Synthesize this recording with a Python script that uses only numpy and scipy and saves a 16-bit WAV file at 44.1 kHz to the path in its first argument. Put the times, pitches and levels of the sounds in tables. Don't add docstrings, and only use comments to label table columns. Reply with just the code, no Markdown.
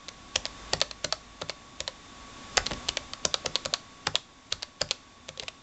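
import sys
import numpy as np
from scipy import signal
from scipy.fft import rfft, irfft
from scipy.io import wavfile

SR = 44100
rng = np.random.default_rng(int(sys.argv[2]) if len(sys.argv) > 2 else 0)


def generate_wav(sig):
    pcm = np.round(np.clip(np.atleast_2d(sig).T, -1, 1) * 32767).astype(np.int16)
    wavfile.write(sys.argv[1], SR, pcm)


N = 248062
TIME = np.arange(N) / SR
AGE = np.arange(SR // 8) / SR
USUAL_SNAP_DB, USUAL_KNOCK_DB, USUAL_KNOCK_HZ = -26, -33, 600

# time in seconds, keycap snap in dB, its pitch in Hz, case knock in dB,
# its pitch in Hz, plate pitch in Hz, rim crack in dB, travel from first touch in seconds, desk thud in Hz.
PRESSES = [(0.3598, -23, 2910, -34, 603, 2300, -25.5, 0.0028, 85),
           (0.735, -22, 4480, -26.5, 537, 1940, -32.5, 0.0018, 135),
           (1.0469, -26.5, 4060, -33.5, 580, 1570, -33.5, 0.0024, 170),
           (1.4198, -34.5, 3550, -35, 524, 1370, -52, 0.0048, 150),
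           (1.805, -32, 3600, -40, 640, 1950, -34.5, .0015, 75),
           (2.5717, -23, 4640, -42, 700, 1000, -26, 0.0011, 70),
           (2.5774, -23, 5250, -25, 767, 1750, -54, 0.0054, 65),
           (2.7106, -39.5, 3090, -40, 616, 1840, -61, 0.00074, 70),
           (2.7178, -36.5, 2700, -38.5, 630, 1740, -51, .002, 70),
           (2.8902, -23.5, 2800, -37, 520, 2260, -48, 0.004, 80),
           (3.2524, -26.5, 3530, -31.5, 592, 1060, -21, 0.0023, 165),
           (3.4618, -26.5, 3780, -32, 506, 1570, -45, 0.0028, 160),
           (3.6585, -29.5, 4130, -35.5, 590, 1040, -34.5, 0.0073, 150),
           (4.0708, -27, 3650, -29, 786, 1000, -32, 0.0025, 140),
           (4.5258, -25, 3880, -39, 565, 1370, -40, .0022, 90),
           (4.8164, -25, 4700, -31.5, 594, 1070, -29, 0.0016, 145),
           (5.2902, -38.5, 4000, -44, 664, 2300, -45, 0.005, 150),
           (5.4271, -47, 3530, -47, 500, 1890, -62, .0026, 110)]
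# time in seconds, keycap snap in dB, its pitch in Hz,
# case knock in dB, its pitch in Hz, plate pitch in Hz, delay to the bounce in seconds.
RELEASES = [(0.0841, -39, 3740, -45.5, 530, 2270, 0.0049), (0.4545, -29.5, 4920, -38.5, 637, 2350, 0.01),
            (.815, -20, 4000, -29, 553, 1120, .007), (0.9117, -37, 4060, -47.5, 660, 1090, 0.0011),
            (1.125, -23.5, 4350, -32.5, 650, 1040, 0.0026), (1.496, -31, 4270, -35, 610, 2240, 0.0064),
            (1.8781, -29, 4170, -38.5, 558, 980, .0015), (2.6656, -26.5, 4000, -42.5, 534, 1170, 0.0045),
            (2.7335, -40.5, 5300, -45, 530, 2080, 0.0011), (2.971, -27, 3560, -34, 617, 2180, .002),
            (3.1346, -34.5, 4670, -46.5, 690, 1120, 0.0015), (3.342, -22, 4000, -32.5, 584, 1140, .003),
            (3.5559, -22, 3970, -34.5, 547, 1100, .0045), (3.7386, -21.5, 4040, -38, 738, 1070, 0.0062),
            (4.1553, -20, 3430, -40.5, 690, 1050, 0.0062), (4.63, -31.5, 4370, -45, 622, 1750, 0.00096),
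            (4.9104, -23, 4050, -36, 554, 1080, 0.0052), (5.3976, -32, 3680, -45, 444, 2200, .0025),
            (5.4332, -50, 4570, -46.5, 516, 1790, 0.0011), (5.482, -33.5, 2700, -46, 668, 1960, .003)]


def from_db(db):
    return 10 ** (np.asarray(db) / 20)


def rms_one(x):
    return x / np.sqrt(np.mean(x ** 2) + 1e-20)


def at_level(x, db, seconds=.01):
    return from_db(db) * x / np.sqrt(np.mean(x[:int(seconds * SR)] ** 2) + 1e-20)


def curve(rows):
    return from_db(np.interp(TIME, *np.transpose(rows)))


def fade(age, t60):
    return np.exp(-np.log(1000) * age / t60)


def band(x, low_hz, high_hz, order=2):
    return signal.sosfilt(signal.butter(order, [low_hz, high_hz], "band", fs=SR, output="sos"), x)


def resonance(x, hz, width_hz):
    r = np.exp(-np.pi * width_hz / SR)
    feedback = [1, -2 * r * np.cos(2 * np.pi * hz / SR), r * r]
    return signal.lfilter(np.array([1, 0, -1]) * (1 - r * r) / 2, feedback, x)


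def drift(per_s):
    knots = np.arange(0, TIME[-1] + 1, 1 / per_s)
    return np.interp(TIME, knots, rng.standard_normal(len(knots)))


def add(track, s, sound):
    start = max(round(s * SR), 0)
    track[start:start + len(sound)] += sound[:N - start]


def force_law(force_db, usual_db, slope):
    return usual_db + slope * force_db


def mode_strengths(db, spread_db):
    return from_db(db + spread_db * rng.standard_normal(db.shape)) * rng.choice([-1, 1], db.shape)


def fan(air_db=4, whine_db=-6, whine_hz=1123, waver_hz=3.98, hum_hz=52.7):
    # frequency in Hz, relative spectral density in dB.
    spectrum = [(15, -3.5), (30, -3.5), (55, 0), (110, -1.5), (175, -4.5), (235, -1.5), (430, -9),
                (750, -7), (1090, -10.5), (1400, -10), (2200, -11), (3100, -13.5), (3900, -14.5),
                (7500, -16)]
    # centre in Hz, width in Hz, level in dB relative to the broad noise.
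    duct = [(255.4, 53, -14.5), (1090, 170, -14), (3584, 360, -13.5)]
    # time in seconds, gain in dB.
    swell = [(0.0, -54.5), (0.34, -52), (0.51, -50), (0.74, -47.5), (0.86, -54), (1.19, -54), (1.85, -54),
             (2.77, -45.5), (2.99, -49.5), (3.21, -51.5), (3.6, -50), (3.8, -53.5), (4.05, -54),
             (4.23, -58.5), (4.54, -56.5), (4.76, -58), (5.07, -57), (5.62, -57)]
    # time in seconds, level in dB.
    hum_levels = [(0, -77), (.5, -54), (1.4, -61), (1.7, -76), (2.8, -60.5), (3.8, -73.5), (5.62, -74.5)]
    hz, db = np.transpose(spectrum)
    colour = from_db(np.interp(np.log(np.fft.rfftfreq(N, 1 / SR) + 1), np.log(hz), db))
    air = rms_one(irfft(rfft(rng.standard_normal(N)) * colour, N))
    for centre_hz, width_hz, duct_db in duct:
        ring = resonance(rng.standard_normal(N), centre_hz, width_hz)
        air += from_db(duct_db) * rms_one(resonance(ring, centre_hz, width_hz))
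    phase = 2 * np.pi * np.cumsum(whine_hz + waver_hz * drift(7.5)) / SR
    whine = from_db(whine_db) * np.sqrt(2) * np.sin(phase)
    hum = curve(hum_levels) * np.sqrt(2) * np.sin(2 * np.pi * hum_hz * TIME)
    return curve(swell) * (from_db(air_db) * air + whine) + hum


def room(x, first_echo_s=0.0051):
    # centre in Hz, gain in dB, t60 in seconds.
    octaves = [(294, -10, 0.21), (545, -14.5, .21), (1210, -10.5, 0.11), (2160, -21, 0.32),
               (4370, -21.5, 0.26), (7400, -18, 0.21)]
    age, response = TIME[:SR // 2], 0
    onset = np.clip(age / first_echo_s - 1, 0, 1)
    for hz, db, t60 in octaves:
        echoes = rng.standard_normal(len(age)) * fade(age, t60) * onset
        response += from_db(db) * band(echoes / np.linalg.norm(echoes), hz / np.sqrt(2), hz * np.sqrt(2))
    return signal.fftconvolve(x, response)[:N]


def near_echoes(x, echo_db, first_s=0.0041, last_s=0.011, count=24):
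    response = np.zeros(len(AGE))
    signs = rng.choice([-1, 1], count)
    delays = (rng.uniform(first_s, last_s, count) * SR).astype(int)
    response[delays] = signs / np.sqrt(count)
    return from_db(echo_db) * band(signal.fftconvolve(x, response)[:N], 400, 4500, order=1)


def desk(rise_s=0.0026, fall_db_per_octave=6.5, detune=0.019):
    # frequency in Hz, relative level in dB, t60 in seconds.
    desk_modes = [(41.8, -0.5, 0.33), (74.6, -1, 0.21), (100.6, -4.5, 0.34), (152.2, -4, 0.33),
                  (179.6, -5, 0.18), (228, -4, 0.1), (274, -9, 0.22), (367.6, -7.5, 0.19)]
    out, age = np.zeros(N), TIME[:SR // 2]
    hz, mode_db, t60 = np.transpose(desk_modes)[:, :, None]
    for s, _, _, knock_db, *_, thud_hz in PRESSES:
        excited_db = mode_db - fall_db_per_octave * np.abs(np.log2(hz / thud_hz))
        strength = mode_strengths(excited_db, spread_db=1.5)
        pitch = hz * (1 + detune * rng.standard_normal(hz.shape))
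        modes = strength * np.sin(2 * np.pi * pitch * age) * fade(age, t60)
        thud = modes.sum(0) * (1 - np.exp(-age / rise_s))
        db = force_law(knock_db - USUAL_KNOCK_DB, usual_db=-44, slope=0.71)
        add(out, s, at_level(thud, db, seconds=0.046))
    return out


def keybed_shiver(shiver_db=-25, t60=.3):
    out, age = np.zeros(N), TIME[:SR // 4]
    for s, snap_db, *_ in [*PRESSES, *RELEASES]:
        wash = band(rng.standard_normal(len(age)), 2200, 7500, order=1)
        add(out, s, from_db(snap_db + shiver_db) * rms_one(wash) * fade(age, t60))
    return out


def rattle_and_thump():
    # start in seconds, initial level in dB, centre in Hz, t60 in seconds.
    bursts = [(2.576, -33.5, 1650, 0.13), (2.711, -35, 233, 0.15), (2.714, -34, 75, 0.18)]
    out, age = np.zeros(N), TIME[:SR // 4]
    for s, db, hz, t60 in bursts:
        noise = band(rng.standard_normal(len(age)), hz / np.sqrt(2), hz * np.sqrt(2))
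        add(out, s, from_db(db) * rms_one(noise) * fade(age, t60))
    return out


def finger_scuffs(lead_s=.021, length_s=.019, swell_db=15, grain_db=6, lift_db=-6.5):
    out = np.zeros(N)
    progress = np.linspace(0, 1, int(length_s * SR))
    for strokes, lighter_db in ((PRESSES, 0), (RELEASES, lift_db)):
        for s, snap_db, *_ in strokes:
            db = force_law(snap_db - USUAL_SNAP_DB, usual_db=-35, slope=.6) + lighter_db
            noise, grain = rng.standard_normal((2, len(AGE)))[:, :len(progress)]
            friction = noise * from_db(grain_db * grain)
            scuff = band(friction + 2 * resonance(friction, 2900, 1200), 400, 6000, order=1)
            add(out, s - lead_s, from_db(db + swell_db * (progress - 1.5)) * rms_one(scuff))
    return out


def case_knock(db, hz, damping):
    # multiple of the knock pitch, relative level in dB, t60 in seconds at damping 1.
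    case_modes = [(.75, -12, 0.037), (.94, -5, 0.053), (1.019, 1, 0.024), (1.299, -11, 0.028),
                  (1.75, -8, 0.016)]
    ratio, mode_db, t60 = np.transpose(case_modes)[:, :, None]
    strength = mode_strengths(mode_db, spread_db=2)
    modes = strength * np.sin(2 * np.pi * hz * ratio * AGE) * fade(AGE, t60 / damping)
    return at_level(band(modes.sum(0), 350, 1000, order=1), db)


def finger_taps(lead_s=0.00351, landing_hz=554.4):
    # start in seconds, level in dB, knock pitch in Hz.
    taps = [(3.448, -36.5, 582), (3.7305, -36.5, 588), (4.1462, -36, 597), (5.3735, -47, 540)]
    out = np.zeros(N)
    landings = [(s - lead_s, force_law(knock_db - USUAL_KNOCK_DB, usual_db=-36, slope=0.71), landing_hz)
                for s, _, _, knock_db, *_ in PRESSES]
    for s, db, hz in [*landings, *taps]:
        add(out, s, case_knock(db, hz, damping=0.99))
    return out


def contact(chatter_db, chatter_t60, buzz_db, buzz_t60):
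    envelope = from_db(chatter_db) * fade(AGE, chatter_t60) + from_db(buzz_db) * fade(AGE, buzz_t60)
    force = envelope * rng.standard_normal(len(AGE))
    force[0] += 1
    return force


def keycap_ticks(touch_over_snap_db=10):
    # start in seconds, peak level in dB.
    nudges = [(0.8037, -19), (1.4878, -29.5), (2.6606, -20), (4.6239, -21.5), (4.8107, -20.5),
              (4.8895, -32), (5.375, -28.5)]
    out = np.zeros(N)
    touches = [(s - travel_s, snap_db + touch_over_snap_db) for s, snap_db, *_, travel_s, _ in PRESSES]
    bounces = [(s + bounce_s, force_law(snap_db - USUAL_SNAP_DB, usual_db=-20, slope=0.33))
               for s, snap_db, *_, bounce_s in RELEASES]
    for s, db in [*touches, *bounces, *nudges]:
        force = contact(chatter_db=-9, chatter_t60=0.014, buzz_db=-18, buzz_t60=0.012)
        tick = resonance(force, 3100, 1800) + from_db(-12) * band(force, 410, 11000)
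        add(out, s, from_db(db) * tick / np.abs(tick).max())
    return out


def keystrokes(rows, plate_t60, case_damping, **cap_contact):
    out = np.zeros(N)
    for s, snap_db, snap_hz, knock_db, knock_hz, plate_hz, rim_db in rows:
        plate_force = contact(chatter_db=-11, chatter_t60=plate_t60, buzz_db=-25.5, buzz_t60=0.025)
        clack = band(resonance(plate_force, plate_hz, 400) + from_db(-4) * plate_force, 850, 2600)
        stiffness_db = 12 * np.log2(knock_hz / USUAL_KNOCK_HZ)
        clack_db = knock_db - 1.5 + 0.29 * (snap_db - knock_db) + stiffness_db
        cap_force = contact(**cap_contact)
        cap = resonance(cap_force, snap_hz, width_hz=750)
        snap = band(cap + from_db(-8) * cap_force, 2400, 6200)
        crack = band(contact(**cap_contact), 4900, 7800, order=3)
        knock = case_knock(knock_db, knock_hz, case_damping)
        add(out, s, knock + at_level(clack, clack_db) + at_level(snap, snap_db) + at_level(crack, rim_db))
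    return out


def key_releases():
    strokes = [(s, snap_db, *ring, force_law(snap_db - USUAL_SNAP_DB, usual_db=-41.5, slope=1.75))
               for s, snap_db, *ring, bounce_s in RELEASES]
    return keystrokes(strokes, plate_t60=0.026, case_damping=1.07,
                      chatter_db=-19, chatter_t60=0.011, buzz_db=-47, buzz_t60=0.13)


def key_presses():
    strokes = [stroke for *stroke, travel_s, thud_hz in PRESSES]
    return keystrokes(strokes, plate_t60=0.017, case_damping=2.14,
                      chatter_db=-11.5, chatter_t60=0.0038, buzz_db=-32.5, buzz_t60=.04)


def scene():
    down, up = key_presses(), key_releases()
    echoes = near_echoes(down, echo_db=-14) + near_echoes(up, echo_db=-20)
    keys = down + up + echoes + keycap_ticks() + finger_taps() + finger_scuffs() + rattle_and_thump()
    return (keys + room(keys) + keybed_shiver() + desk() + fan())[None]


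def record(dry, cutoff_hz=9065):
    # frequency in Hz, gain in dB.
    treble_cutoff = [(100, 0), (6800, 0), (7600, -1), (7850, -10), (8000, -21), (8300, -16), (8700, -21),
                     (9200, -46)]
    response = from_db(np.interp(np.fft.rfftfreq(N, 1 / SR), *np.transpose(treble_cutoff)))
    dull = irfft(rfft(dry) * response, N)
    return signal.fftconvolve(dull, signal.firwin(255, cutoff_hz, fs=SR)[None], mode="same")


dry = scene()
out = record(dry)
generate_wav(out)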